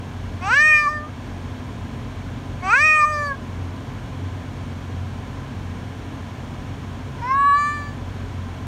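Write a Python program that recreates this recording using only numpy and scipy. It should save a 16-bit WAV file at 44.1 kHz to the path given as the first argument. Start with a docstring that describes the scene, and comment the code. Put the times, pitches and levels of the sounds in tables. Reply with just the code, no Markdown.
"""Cat howling in a plastic carrier

Three howls: two head up, the third sinking into a corner that colours it. Each slides up in pitch
while jaw and lips sweep two mouth resonances over the vocal-fold harmonics. The walls echo briefly.
A distant engine idles under a steady outdoor wash. The recorder turns its gain down on loud sound."""
import sys
import numpy as np
from scipy import signal
from scipy.fft import rfft, irfft, next_fast_len
from scipy.io import wavfile
from scipy.ndimage import uniform_filter1d, map_coordinates

SR = 44100
rng = np.random.default_rng(int(sys.argv[2]) if len(sys.argv) > 2 else 0)


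def digitize_waveform(pressure):
    """Quantize a signal to 16-bit integers and store it at the path in sys.argv[1].

    Rows of a 2-D input are taken as channels; values are limited to [-1, 1].
    """
    field = np.atleast_2d(pressure).T
    bounded = np.clip(field, -1, 1)
    quanta = np.round(bounded * 32767).astype(np.int16)
    wavfile.write(sys.argv[1], SR, quanta)


N = 382337


def cat():
    """Two howls towards the wire door, a third into a corner."""
    # pitch contours: time_s, pitch_hz
    first_pitch = [(0.41, 343.0), (0.481, 404.5), (0.561, 562.6), (0.606, 603), (0.67, 621.0),
                   (0.793, 600.8), (0.955, 604), (0.997, 596.3), (1.08, 610)]
    second_pitch = [(2.62, 355.6), (2.695, 393.0), (2.761, 528), (2.81, 598.5), (2.858, 623.3),
                    (2.964, 614.8), (3.108, 606), (3.264, 577.3), (3.34, 540.0)]
    head_down_pitch = [(7.19, 494), (7.225, 470), (7.298, 524), (7.371, 555.7), (7.485, 571),
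                       (7.517, 564.6), (7.561, 578.4), (7.735, 589.3), (7.821, 580)]
    # howls: start_s, end_s, effort_db, attack_s, release_s, bright_db, jitter_ratio, ring_hz, ring_db
    howls = [(0.403, 1.105, -32.5, 0.15, .46, -41.5, .0013, 3050, 3.5),
             (2.613, 3.371, -31.5, 0.14, 0.18, -43, .0013, 7600, 3),
             (7.174, 7.958, -29.5, 0.45, 0.39, -57.5, .0008, 2900, 10)]
    # jaw and lip gestures: opens_s, closes_s, closing_s, jaw_wide_hz, spread_hz, rounded_hz
    gestures = [(0.514, 0.86, 0.093, 1742, 2934, 1300), (2.716, 3.042, 0.11, 1596, 2655, 1638),
                (7.317, 7.742, 0.089, 1132, 2106, 1944)]
    calls = zip(howls, (first_pitch, second_pitch, head_down_pitch), gestures)
    first, second, last = (howl(*call, rasp=0.0024, edge_rasp=0.13, air_db=-12.5) for call in calls)
    return first + second + corner(last)


def howl(call, melody, gesture, rasp, edge_rasp, air_db):
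    """Fold harmonics through the moving mouth, a bright edge from sharp fold closure, and breath."""
    # low harmonics ahead of the mouth: freq_hz, gain_db
    larynx = [(350.0, -9.5), (600.0, -1.5), (1200.0, 7), (1800.0, 5), (2500.0, 3), (3200.0, -22),
              (4000.0, 11.5)]
    # breath turbulence: freq_hz, density_db
    turbulence = [(1500, -30), (3700, -18), (4600, -4), (6200, 6), (8200, -2), (9600, -17.5),
                  (11200, -13.5), (13000, -23), (15400, -22)]
    # voice cracks as the jaw closes: time_s, sag_hz
    all_cracks = [(0.882, 27.4), (3.05, 21.8)]
    # brief flares and falters: time_s, gain_db
    catches = [(.535, 1), (.555, -4.5), (.573, 1), (2.738, 3), (3.065, -3), (3.32, 6.5), (7.207, -21),
               (7.315, 5)]
    catch_s, shimmer_db, lips_muffle_hz = 0.01, 0.6, 1860
    start_s, end_s, peak_db, attack_s, release_s, bright_db, jitter, ring_hz, ring_db = call
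    n = np.arange(int(start_s * SR), int(end_s * SR))
    t = n / SR
    cracks = [row for row in all_cracks if start_s < row[0] < end_s]
    pitch_hz = fold_pitch(t, end_s, melody, cracks)
    jaw, first_hz, second_hz = mouth_shape(t, cracks, *gesture)
    force_db = effort(t, start_s, end_s, attack_s, release_s)
    catches_db = sum(db * np.exp(-((t - at_s) / catch_s) ** 2) for at_s, db in catches)
    body_db = peak_db + force_db + catches_db
    slack = 1 + 1.4 * np.clip((560 - pitch_hz) / 150, 0, 1)  # slack folds beat unevenly at low pitch
    # shut jaw, slack folds and rounded lips dull the edge
    muffle_db = 6 * (1 - jaw) + 3.5 * (slack - 1) + 0.07 * np.maximum(lips_muffle_hz - second_hz, 0)
    edge_db = bright_db + 0.88 * force_db - muffle_db
    waver = lambda rate_hz: wobble(rate_hz, size=len(n))
    flutter = lambda rate_hz: waver(rate_hz) + 1j * waver(rate_hz)
    pitch_hz = pitch_hz * (1 + 0.0024 * waver(45.55) + jitter * slack * waver(260))
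    phase = 2 * np.pi * np.cumsum(pitch_hz) / SR
    voice = np.zeros(N)
    for k in range(1, 37):
        hz = k * pitch_hz
        mouth = resonance(hz, first_hz, width_hz=153) * resonance(hz, second_hz, width_hz=142)
        body = amp(body_db + along(larynx, hz) + shimmer_db * slack * waver(40)) * mouth
        body *= 1 + rasp * slack ** 4 * flutter(520)
        colour_db = edge_colour(hz, second_hz, ring_hz, ring_db)
        edge = amp(edge_db + colour_db + 2.3 * np.sqrt(slack) * waver(31.1))
        edge = edge * (1 + edge_rasp * flutter(200))
        voice[n] += np.real((body + 1j * edge) * np.exp(1j * k * phase)) * (hz < SR / 2)
    hiss = noise(turbulence)[n] * (1 + np.cos(phase))  # one puff per fold cycle
    voice[n] += amp(edge_db + air_db + 2 * waver(25)) * hiss
    voice[n] *= signal.windows.tukey(len(n), 0.06)
    return voice


def fold_pitch(t, end_s, melody, cracks):
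    """Fold rate in Hz: sags and snaps back at a crack, flicks up as the voice stops."""
    sag_s, snap_s, flick_s, flick_ratio = 0.035, 0.0059, 0.02, 0.26
    sag_hz = sum(hz * np.exp(-np.abs(at_s - t) / sag_s) * ease((at_s - t) / snap_s)
                 for at_s, hz in cracks)
    flick = 1 + flick_ratio * np.clip(1 - (end_s - t) / flick_s, 0, 1)
    return (np.interp(t, *np.transpose(melody)) - sag_hz) * flick


def effort(t, start_s, end_s, attack_s, release_s):
    """Vocal effort in dB re peak: swells, fades, gives out."""
    onset_db, fade_db, stop_db, stop_s = -18.5, -15.5, -13.5, 0.062
    onset = np.clip(1 - (t - start_s) / attack_s, 0, 1)
    fade = np.clip(1 - (end_s - t) / release_s, 0, 1)
    stop = np.clip(1 - (end_s - t) / stop_s, 0, 1)
    return onset_db * onset ** 2 + fade_db * fade ** 2 + stop_db * stop


def mouth_shape(t, cracks, opens_s, closes_s, closing_s, jaw_wide_hz, spread_hz, rounded_hz):
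    """First resonance follows the jaw (0-1); the second leaps as the lips part, sinks as they round."""
    opening_s, jerk_s, jaw_shut_hz = 0.053, 0.014, 833
    parting_s, parting_hz = 0.029, 1860
    lead_s = sum(jerk_s * ease((t - at_s) / jerk_s) for at_s, _ in cracks)  # jaw jerks ahead at a crack
    jaw = ease((t - opens_s) / opening_s) * ease((closes_s - t - lead_s) / closing_s)
    first_hz = jaw_shut_hz + (jaw_wide_hz - jaw_shut_hz) * jaw
    rounding = np.linspace(0, 1, len(t)) ** 1.71
    lips_hz = spread_hz + (rounded_hz - spread_hz) * rounding
    second_hz = lips_hz + (parting_hz - lips_hz) * np.exp(-(t - t[0]) / parting_s)
    return jaw, first_hz, second_hz


def resonance(hz, centre_hz, width_hz):
    """Complex gain of a mouth resonance: flat below the peak, falling above."""
    return centre_hz ** 2 / (centre_hz ** 2 - hz ** 2 + 1j * hz * width_hz)


def edge_colour(hz, second_hz, ring_hz, ring_db):
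    """Upper-harmonic gain in dB: set by mouth width, plus one favoured resonance."""
    # fold-closure spectrum by mouth width: freq_hz, narrow_db, wide_db
    edge_spectra = [(3300, -22, 7), (3970, -13, -10.5), (4370, -10.5, -15.5), (4540, 13.5, 7),
                    (5010, -5, 4.5), (5650, -5.5, 5.5), (6260, -3.5, 7), (7020, -9, -4.5),
                    (7700, -11, -4.5), (7880, -7.5, 3), (9800, -21.5, -26), (11000, -11.5, -16),
                    (12700, -28, -26), (15400, -23, -23)]
    narrow_hz, wide_hz = 1800, 2490
    width = np.clip((second_hz - narrow_hz) / (wide_hz - narrow_hz), 0, 1)
    freq_hz, *columns_db = np.transpose(edge_spectra)
    narrow_db, wide_db = (along(np.c_[freq_hz, db], hz) for db in columns_db)
    boost_db = ring_db * np.exp(-((hz / ring_hz - 1) / 0.16) ** 2)
    return (1 - width) * narrow_db + width * wide_db + boost_db


def corner(voice):
    """The head sinks into a corner: crossfade through three path colours."""
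    # path gain by head position: freq_hz, turning_db, dipping_db, low_db
    paths = [(550, -8, -14.5, -22), (1090, 2, -2.5, -9), (1800, -3.5, 0, -5), (2177, -10.5, -19, -9),
             (2840, 13, 13, 9), (3500, 1, 9, 13), (4100, 4, 10.5, 3), (4710, -2, -16, 8),
             (5200, 20.5, -15, -14), (6580, 2, -17, 12), (7260, -2, 13.5, 13), (8200, -3, 7, 13.5),
             (9500, -3, 8, -8), (11200, 3, 4, 8), (13300, 0, -4, 3), (15200, -3, 1, 19)]
    freq_hz, *columns_db = np.transpose(paths)
    turning, dipping, low = (coloured(voice, np.c_[freq_hz, db]) for db in columns_db)
    t = np.arange(N) / SR
    dipped = np.interp(t, [7.315, 7.36], [0, 1])
    sunk = np.interp(t, [7.53, 7.61], [0, 1])
    return (1 - dipped) * turning + dipped * ((1 - sunk) * dipping + sunk * low)


def carrier(voice, low_db, high_db):
    """Two hard reflections and short, dense echoes off plastic walls, both stronger in the treble."""
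    # echo decay: freq_hz, t60_s
    decay = [(400, 0.037), (2000, 0.15), (6000, 0.05), (14000, 0.015)]
    # first reflections: delay_s, gain
    walls = [(.00314, 0.15), (.005, 0.2)]
    freq_hz, t, spectra = signal.stft(rng.standard_normal(SR // 3), SR, nperseg=256)
    tail = signal.istft(spectra * amp(-60 * t / along(decay, freq_hz)[:, None]), SR, nperseg=256)[1]
    echoes = signal.fftconvolve(voice, tail / np.linalg.norm(tail))[:N]
    # gliding harmonics flare and fade across this comb
    comb = lambda hz: sum(gain * np.exp(-2j * np.pi * hz * delay_s) for delay_s, gain in walls)
    early = filtered(voice, lambda hz: comb(hz) * amp(along([(1900, -20.5), (3200, 0)], hz)))
    return early + coloured(echoes, [(2500, low_db), (5000, high_db)])


def engine(firing_hz, rumble_db):
    """Distant idle: slightly unsteady low orders over a dull rumble."""
    # engine orders: firing_multiple, level_db
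    orders = [(1, -44.5), (2, -35.5), (3, -44), (4, -52.5), (5, -46.5), (5.5, -46), (6, -48)]
    # rumble spectrum: freq_hz, density_db
    rumble = [(22, -58), (31, -44), (40, -7.5), (62, -6), (78, -7), (92, -2), (119, -2.5), (141, -9),
              (162, -10.5), (198, -12.5), (240, -8.5), (290, -12.5), (450, -27.5), (900, -93)]
    phase = 2 * np.pi * np.cumsum(firing_hz * (1 + 0.0036 * wobble(2.91))) / SR
    hum = sum(amp(db + 2.27 * wobble(5)) * np.sqrt(2) * np.sin(order * phase + rng.uniform(0, 2 * np.pi))
              for order, db in orders)
    return hum + amp(rumble_db) * noise(rumble)


def outdoors(level_db):
    """Even wash of far-off noise, coloured by the hollow carrier."""
    # outdoor spectrum: freq_hz, density_db
    wash = [(240, -21), (400, -1), (520, -3.5), (700, -3), (1200, -8), (2000, -13), (3000, -16),
            (4500, -22), (6500, -25), (9200, -32), (10500, -40), (12500, -38.5), (15600, -43.5)]
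    # carrier ripples: centre_hz, width_hz, gain_db
    ripples = [(1022, 52, 6.5), (1645, 145, 3.5), (2250, 90, 3.5), (3270, 270, 2.5), (4935, 134, -9),
               (5360, 110, 0.5), (6600, 150, 1.5), (7800, 420, -3.5), (10300, 200, -2.5), (11400, 220, 4)]
    ripple_db = lambda hz: sum(db * np.exp(-((hz - centre_hz) / width_hz) ** 2)
                               for centre_hz, width_hz, db in ripples)
    return amp(level_db) * unit(filtered(noise(wash), lambda hz: amp(ripple_db(hz))))


def gain_control(x, threshold_db, slope, recovery_db_per_s):
    """Loud sound cuts the gain at once; it creeps back."""
    level_db = 10 * np.log10(np.abs(uniform_filter1d(x ** 2, size=SR // 25)) + 1e-12)
    excess_db = np.maximum(level_db - threshold_db, 0)
    creep_db = recovery_db_per_s * np.arange(N) / SR
    cut_db = np.maximum.accumulate(slope * excess_db + creep_db) - creep_db
    return x * amp(-cut_db)


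def amp(db):
    """dB to gain."""
    return 10 ** (np.asarray(db) / 20)


def unit(x):
    """x at rms 1."""
    return x / np.sqrt(np.mean(x ** 2) + 1e-20)


def ease(u):
    """Smooth 0-1 step around u = 0."""
    return 0.5 + 0.5 * np.tanh(u)


def along(points, hz):
    """(freq_hz, value) points read on a log frequency axis."""
    freq_hz, values = np.transpose(points)
    return np.interp(np.log(hz + 1), np.log(freq_hz + 1), values)


def wobble(rate_hz, size=N):
    """Smooth random curve, rate_hz knots a second."""
    knots = rng.standard_normal(int(size * rate_hz / SR) + 4)
    return map_coordinates(knots, [np.arange(size) * rate_hz / SR])


def filtered(x, response):
    """x through the gain response(hz)."""
    size = next_fast_len(N + SR // 2)
    return irfft(rfft(x, size) * response(np.fft.rfftfreq(size, 1 / SR)), size)[:N]


def coloured(x, curve):
    """x through a (freq_hz, gain_db) curve."""
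    return filtered(x, lambda hz: amp(along(curve, hz)))


def noise(spectrum):
    """Coloured noise, rms 1."""
    return unit(coloured(rng.standard_normal(N), spectrum))


def scene():
    """Cat, carrier and background, mono."""
    voice = cat()
    echoes = carrier(voice, low_db=-21, high_db=-6)
    return (voice + echoes + engine(firing_hz=45.23, rumble_db=-34) + outdoors(level_db=-40.5))[None]


def record(dry):
    """Recorder: automatic gain, then a hard band limit."""
    top_hz = 15720
    held = gain_control(dry[0], threshold_db=-21.5, slope=0.36, recovery_db_per_s=10.8)
    return filtered(held, lambda hz: hz < top_hz)[None]


dry = scene()
out = record(dry)
digitize_waveform(out)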